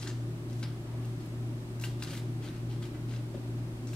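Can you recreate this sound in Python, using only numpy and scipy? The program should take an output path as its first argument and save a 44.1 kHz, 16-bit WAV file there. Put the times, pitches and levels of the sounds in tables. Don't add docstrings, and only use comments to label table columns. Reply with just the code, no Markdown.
import sys
import numpy as np
from scipy import signal
from scipy.fft import rfft, irfft
from scipy.io import wavfile
from scipy.ndimage import uniform_filter1d

SR = 44100
rng = np.random.default_rng(int(sys.argv[2]) if len(sys.argv) > 2 else 0)


def amplitude_ratio(level_db):
    exponent = np.asarray(level_db, float) / 20
    return 10 ** exponent


def master_out(mix):
    frames = np.transpose(np.atleast_2d(mix))
    ceiling = np.clip(frames, -1, 1)
    pcm = np.round(ceiling * 32767).astype(np.int16)
    wavfile.write(sys.argv[1], SR, pcm)


N = 174195
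LEFT_RIGHT = np.array([[1], [-1]])


def shape(table, f):
    hz, db = np.array(table, float).T
    return amplitude_ratio(np.interp(np.log(f + 1), np.log(hz), db))


def hump(hz, octaves, size):
    f = np.arange(size // 2 + 1) * SR / size
    return amplitude_ratio(-6 * (2 * np.log2((f + 1) / hz) / octaves) ** 2)


def level(x, db):
    return x * amplitude_ratio(db) / np.sqrt(np.mean(x ** 2))


def pan(db):
    return amplitude_ratio(LEFT_RIGHT * db / 2)


def walk(rate_hz):
    k = int(SR / rate_hz)
    steps = np.repeat(rng.standard_normal(N // k + 1), k)
    return 1.18 * uniform_filter1d(uniform_filter1d(steps, k), k)[:N]


def decay(t, t60_s):
    return np.exp(-np.log(1000) * t / t60_s)


def ring(hz, t60_s, size=4096):
    t = np.arange(size) / SR
    return np.sin(2 * np.pi * hz * t) * decay(t, t60_s)


def add(out, at_s, x):
    i = int(at_s * SR)
    x = x[max(-i, 0):max(N - i, 0)]
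    out[max(i, 0):max(i, 0) + len(x)] += x


def shaped_noise(gain):
    return irfft(rfft(rng.standard_normal(N)) * gain, N)


def hum():
    # (multiple of motor frequency, rms [dB])
    motor_harmonics = [(1, -38), (2, -55.5), (3, -62), (5, -69)]
    motor_hz, mains_hz, fan_hz, beat_low_s = 117.591, 119.968, 36.6, -0.011
    t = np.arange(N) / SR - beat_low_s

    def tone(hz, db, sway_db):
        return amplitude_ratio(db + sway_db * walk(6.7)) * np.sqrt(2) * np.cos(2 * np.pi * hz * t)

    motor = sum(tone(k * motor_hz, db, 0.072 * k) for k, db in motor_harmonics)
    mains = tone(mains_hz, -46.5, 0.25)
    fan = tone(fan_hz, -57.5, 1.0)
    return (motor - mains) * pan(1.22) + fan * pan(1)


def duct_rumble():
    # (frequency [Hz], level [dB per Hz])
    rumble_spectrum = [(22, -41), (38, -23), (65, -8), (110, -12.5), (260, -7), (370, -6.5), (450, -19),
                       (700, -21.5)]
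    # (frequency [Hz], width [Hz], level [dB])
    duct_modes = [(47.3, 6, 5), (56, 5.5, 7), (153, 23.4, 14.5), (253, 9.2, 5), (298, 21, 3.5),
                  (348, 71, 5.5), (610, 75, 6), (766, 9.9, 11)]
    rumble_db, side_db = -43, -18
    f = np.arange(N // 2 + 1) * SR / N
    gain = shape(rumble_spectrum, f) / (1 + (f / 800) ** 4)
    for hz, width_hz, db in duct_modes:
        gain = gain * (1 + (amplitude_ratio(db) - 1) / (1 + (2 * (f - hz) / width_hz) ** 2))
    mid, side = shaped_noise(gain), shaped_noise(gain)
    stereo = mid * pan(0.36) + LEFT_RIGHT * amplitude_ratio(side_db) * side
    return level(stereo * amplitude_ratio(0.47 * walk(11)), rumble_db)


def hiss():
    # (frequency [Hz], level [dB per Hz])
    hiss_spectrum = [(290, -40), (500, -3.5), (1200, -9.5), (1600, -13), (2610, -16.5), (7000, -22.5),
                     (11000, -27.5), (15500, -34)]
    # (frequency [Hz], side minus mid [dB])
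    hiss_side = [(400, 3), (700, -2), (1300, 1), (2400, 3.5), (4400, 2.5), (6500, 1), (9000, -1)]
    hiss_db, low_cut_hz = -54.5, 336.0
    f = np.arange(N // 2 + 1) * SR / N
    gain = shape(hiss_spectrum, f) * f ** 4 / (f ** 4 + low_cut_hz ** 4)
    mid = shaped_noise(gain)
    side = shaped_noise(gain * shape(hiss_side, f))
    return level(mid + LEFT_RIGHT * side, hiss_db) * amplitude_ratio(0.11 * walk(2.64))


def room(x):
    t60_low_s, t60_high_s, gap_s = 0.39, 0.072, 0.0026
    room_db, side_db = -2, -6
    t = np.arange(16384) / SR
    mid, side = rng.standard_normal((2, len(t)))
    noise = mid + amplitude_ratio(side_db) * side * LEFT_RIGHT
    soft = signal.sosfilt(signal.butter(1, 3500, fs=SR, output="sos"), noise)
    tail = soft * decay(t, t60_low_s) + (noise - soft) * decay(t, t60_high_s)
    tail = tail * (t > gap_s)
    tail = tail * amplitude_ratio(room_db) / np.sqrt((tail ** 2).sum() / 2)
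    return signal.fftconvolve(x[None], tail, axes=1)[:, :N] * pan(0.5)


def thuds():
    # (time [s], level [dB], frequency [Hz])
    desk_knocks = [
        (.077, -53, 900),
        (0.632, -55, 430),
        (1.898, -43, 159),
        (2.125, -40, 556),
        (3.343, -35.5, 590),
        (3.3497, -31, 341),
        (3.358, -31, 246),
        (3.373, -37, 530),
    ]
    t60_s, rise_s = 0.04, 0.00051
    out, t = np.zeros(N), np.arange(4096) / SR
    soft = 1 - np.exp(-t / rise_s)
    for s, db, hz in desk_knocks:
        modes = ring(hz, t60_s) + 0.28 * ring(hz * 0.56, t60_s) + 0.08 * ring(hz * 1.6, t60_s)
        add(out, s, amplitude_ratio(db) * soft * modes)
    return out


def ruler(spread_db):
    # (frequency [Hz], level [dB], t60 [s])
    ruler_modes = [(1560, 1, 0.019), (2720, -2.5, 0.024), (3990, 2, 0.012), (4900, -13, 0.14),
                   (6300, -27.5, 0.0083)]
    return sum(amplitude_ratio(db + extra) * ring(hz, t60_s) for (hz, db, t60_s), extra in zip(ruler_modes, spread_db))


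def catches():
    blade_catches = [(0.023, -45, 3080, -4), (0.0282, -41, 3270, -7), (0.029, -38.5, 4530, -4),
                     (0.0615, -42, 1660, -4), (0.069, -39, 1770, 2), (0.0732, -33.5, 3600, -2),
                     (.0765, -37, 6950, -9), (.079, -40, 1780, 2), (0.101, -41.5, 1800, 0),
                     (.1125, -44, 1740, 0), (.499, -48, 4030, -11), (.529, -44, 5470, -9),
                     (.533, -52, 5030, -9), (0.6273, -35, 4430, -9), (0.6293, -38, 2240, 6),
                     (0.633, -36, 5060, 0), (0.6381, -37, 3980, -1), (0.643, -48, 5000, -4),
                     (1.047, -46.5, 3500, -8), (1.8127, -40, 5500, -11), (1.823, -43, 6000, -9),
                     (1.838, -26.5, 2775, 5), (1.843, -32.5, 2870, -1), (1.8475, -37, 4500, 3),
                     (1.852, -42, 4600, 7), (1.858, -48, 1800, -4), (2.0233, -31.5, 2790, -6),
                     (2.025, -36, 4900, 3), (2.036, -34.5, 4750, 4), (2.047, -37, 4200, -2),
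                     (2.0748, -43, 3000, -3), (2.082, -46, 3860, -3), (2.1, -44, 3980, -9),
                     (2.1095, -41, 4500, -9), (2.1342, -42, 2290, -4), (2.139, -44, 2550, -2),
                     (2.1437, -43, 1800, -4), (2.1515, -39, 2100, 1), (2.167, -45, 4970, -6),
                     (2.177, -43, 2200, -7), (2.485, -45, 3600, 10), (2.547, -47, 2480, -9),
                     (2.838, -43, 3280, 8), (3.088, -47, 2700, -8), (3.1368, -41, 2500, -11),
                     (3.162, -39.5, 2720, -4), (3.8718, -41.5, 5950, -10), (3.9327, -40.5, 2690, 0),
                     (3.937, -39, 7100, -4),
                     (1.053, -46, 5000, -9), (1.057, -44, 10000, -12), (1.26, -44, 11000, -12),
                     (1.798, -40, 6900, -11), (2.439, -52, 3500, -4), (2.451, -46, 2000, -3),
                     (2.463, -45, 3800, -4), (2.475, -44, 1600, -3), (2.477, -47, 3670, 0),
                     (2.709, -48, 3100, -2), (2.828, -43, 3560, -9), (2.853, -48, 3300, -4),
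                     (3.094, -48, 4600, 2), (3.112, -45, 3280, -9), (3.122, -49, 1800, -4),
                     (3.148, -46, 3200, -6), (3.167, -46, 4800, -4), (3.877, -46, 5540, -2),
                     (3.942, -48, 3500, -6), (3.9487, -42, 4000, -12)]
    crack_db, crack_s, crack_rise_s, crack_octaves = 1.5, 0.0026, 0.00018, 1.44
    ring_t60_s, ring_rise_s, ruler_db = 0.016, 0.0012, -11.5
    out, t = np.zeros(N), np.arange(4096) / SR
    crack_fade = np.exp(-t / crack_s) * (1 - np.exp(-t / crack_rise_s))
    for s, db, hz, ring_db in blade_catches:
        noise = rng.standard_normal(4096)
        crack = irfft(rfft(noise) * hump(hz, crack_octaves, 4096)) * crack_fade
        x = amplitude_ratio(ring_db) * ring(hz, ring_t60_s) * (1 - np.exp(-t / ring_rise_s))
        x = x + amplitude_ratio(crack_db) * crack
        x = x + amplitude_ratio(ruler_db) * ruler(1.2 * rng.standard_normal(5))
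        add(out, s, x * amplitude_ratio(db) / np.abs(x).max())
    return out


def foam_grains():
    grains_per_s, spread_db, spread_cap, grain_s, patchy_db = 5500, 2, 3.5, 0.00185, 2.2
    bursts = (rng.random(N) < grains_per_s / SR) * rng.standard_normal(N)
    bursts = bursts * amplitude_ratio(spread_db * np.minimum(rng.exponential(size=N), spread_cap))
    cell = rng.standard_normal(512) * np.exp(-np.arange(512) / SR / grain_s)
    cell = irfft(np.exp(1j * np.angle(rfft(cell, 2048))))
    grains = signal.fftconvolve(bursts * amplitude_ratio(patchy_db * walk(140)), np.roll(cell, 256))
    return np.tile(grains[256:N + 256], 2)


def tears():
    # (time [s], length [s], level [dB], centre [Hz], width [octaves])
    blade_drags = [(-.02, 0.092, -48.5, 4860, 1.66), (0.053, 0.058, -55.5, 1680, 0.35),
                   (0.47, 0.21, -63, 5000, 2.2), (0.83, 0.24, -62.5, 700, 1.4),
                   (1.01, 0.11, -65, 4000, 3.5), (1.184, 0.11, -64, 4000, 2.8),
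                   (1.992, 0.032, -54.5, 4000, 2.2), (2.019, 0.038, -54.5, 1560, 0.24),
                   (2.064, 0.063, -50.5, 3000, 2.4), (2.095, 0.029, -52.5, 5000, 2.3),
                   (2.116, 0.069, -50.5, 2840, 3.9), (2.16, 0.043, -56, 5350, 2.2),
                   (2.408, 0.12, -54.5, 2800, 2.9), (2.54, 0.046, -60, 3000, 2.7),
                   (2.685, 0.083, -59.5, 3780, 1.4), (2.812, 0.065, -54, 3220, 2.6),
                   (2.93, 0.041, -58.5, 1480, 1.7), (3.075, 0.14, -58.5, 3100, 2.5),
                   (3.335, 0.026, -55.5, 2300, 3), (3.896, 0.058, -56.5, 5500, 2.1)]
    # (time [s], t60 [s], level [dB], centre [Hz], width [octaves])
    snap_rips = [(.072, 0.091, -41, 5100, 1.4), (0.627, 0.14, -50, 3320, 1.2),
                 (0.628, 0.17, -52.5, 5060, 0.28), (.628, 0.062, -55, 10000, 0.71),
                 (1.811, 0.2, -45.5, 6400, 2.1), (1.838, 0.16, -50.5, 3780, 1.3),
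                 (1.837, 0.041, -44, 9500, 1.9), (2.023, 0.23, -48, 4470, 2.3),
                 (2.022, 0.059, -52, 9500, 1.2), (3.869, 0.16, -52.5, 5950, 1.1),
                 (3.93, .15, -55, 6000, 3.3)]
    drag_rise, rip_rise_s = 0.31, 0.0014
    ruler_db, desk_db, desk_hz, desk_octaves = -36, -4, 850, 2.85
    out, size = np.zeros(N), 16384
    t = np.arange(size) / SR
    grains = foam_grains()
    steel = np.abs(rfft(ruler(np.zeros(5)), size))
    steel = 1 + amplitude_ratio(ruler_db) * steel / steel.mean()
    desk = amplitude_ratio(desk_db) * hump(desk_hz, desk_octaves, size)

    def tear(from_s, db, hz, octaves):
        piece = grains[int(from_s * SR):][:size]
        return level(irfft(rfft(piece) * (steel * hump(hz, octaves, size) + desk)), db)

    for s, length_s, db, hz, octaves in blade_drags:
        u = t / length_s
        ramp = np.minimum(u / drag_rise, (1 - u) / (1 - drag_rise))
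        push = np.sin(np.pi / 2 * np.clip(ramp, 0, 1))
        add(out, s, tear(s + 1, db, hz, octaves) * push)
    for s, t60_s, db, hz, octaves in snap_rips:
        snap = decay(t, t60_s) * (1 - np.exp(-t / rip_rise_s))
        add(out, s, tear(s + 1.5, db, hz, octaves) * snap)
    return out


def scene():
    pan_db, lag_samples, nick_room_db = 4, 2, -13
    nicks, foam = catches() + thuds(), tears()
    knife = nicks + foam
    near = np.array([knife, np.roll(knife, lag_samples)]) * pan(pan_db)
    return near + room(amplitude_ratio(nick_room_db) * nicks + foam) + hum() + duct_rumble() + hiss()


def roll_off(x):
    return signal.sosfilt(signal.butter(12, 15710, fs=SR, output="sos"), x)


def record(dry):
    side_top_hz, top_hz, side_treble_db, fold_db = 7500, 15700, -16, 3
    f = np.arange(N // 2 + 1) * SR / N
    mid, side = rfft(dry[0] + dry[1]) / 2, rfft(dry[0] - dry[1]) / 2
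    mid = mid * np.where(f < side_top_hz, 1, amplitude_ratio(fold_db))
    side = side * np.where(f < side_top_hz, 1, amplitude_ratio(side_treble_db))
    mix = irfft(np.array([mid + side, mid - side]) * (f < top_hz), N)
    return roll_off(mix)


dry = scene()
out = record(dry)
master_out(out)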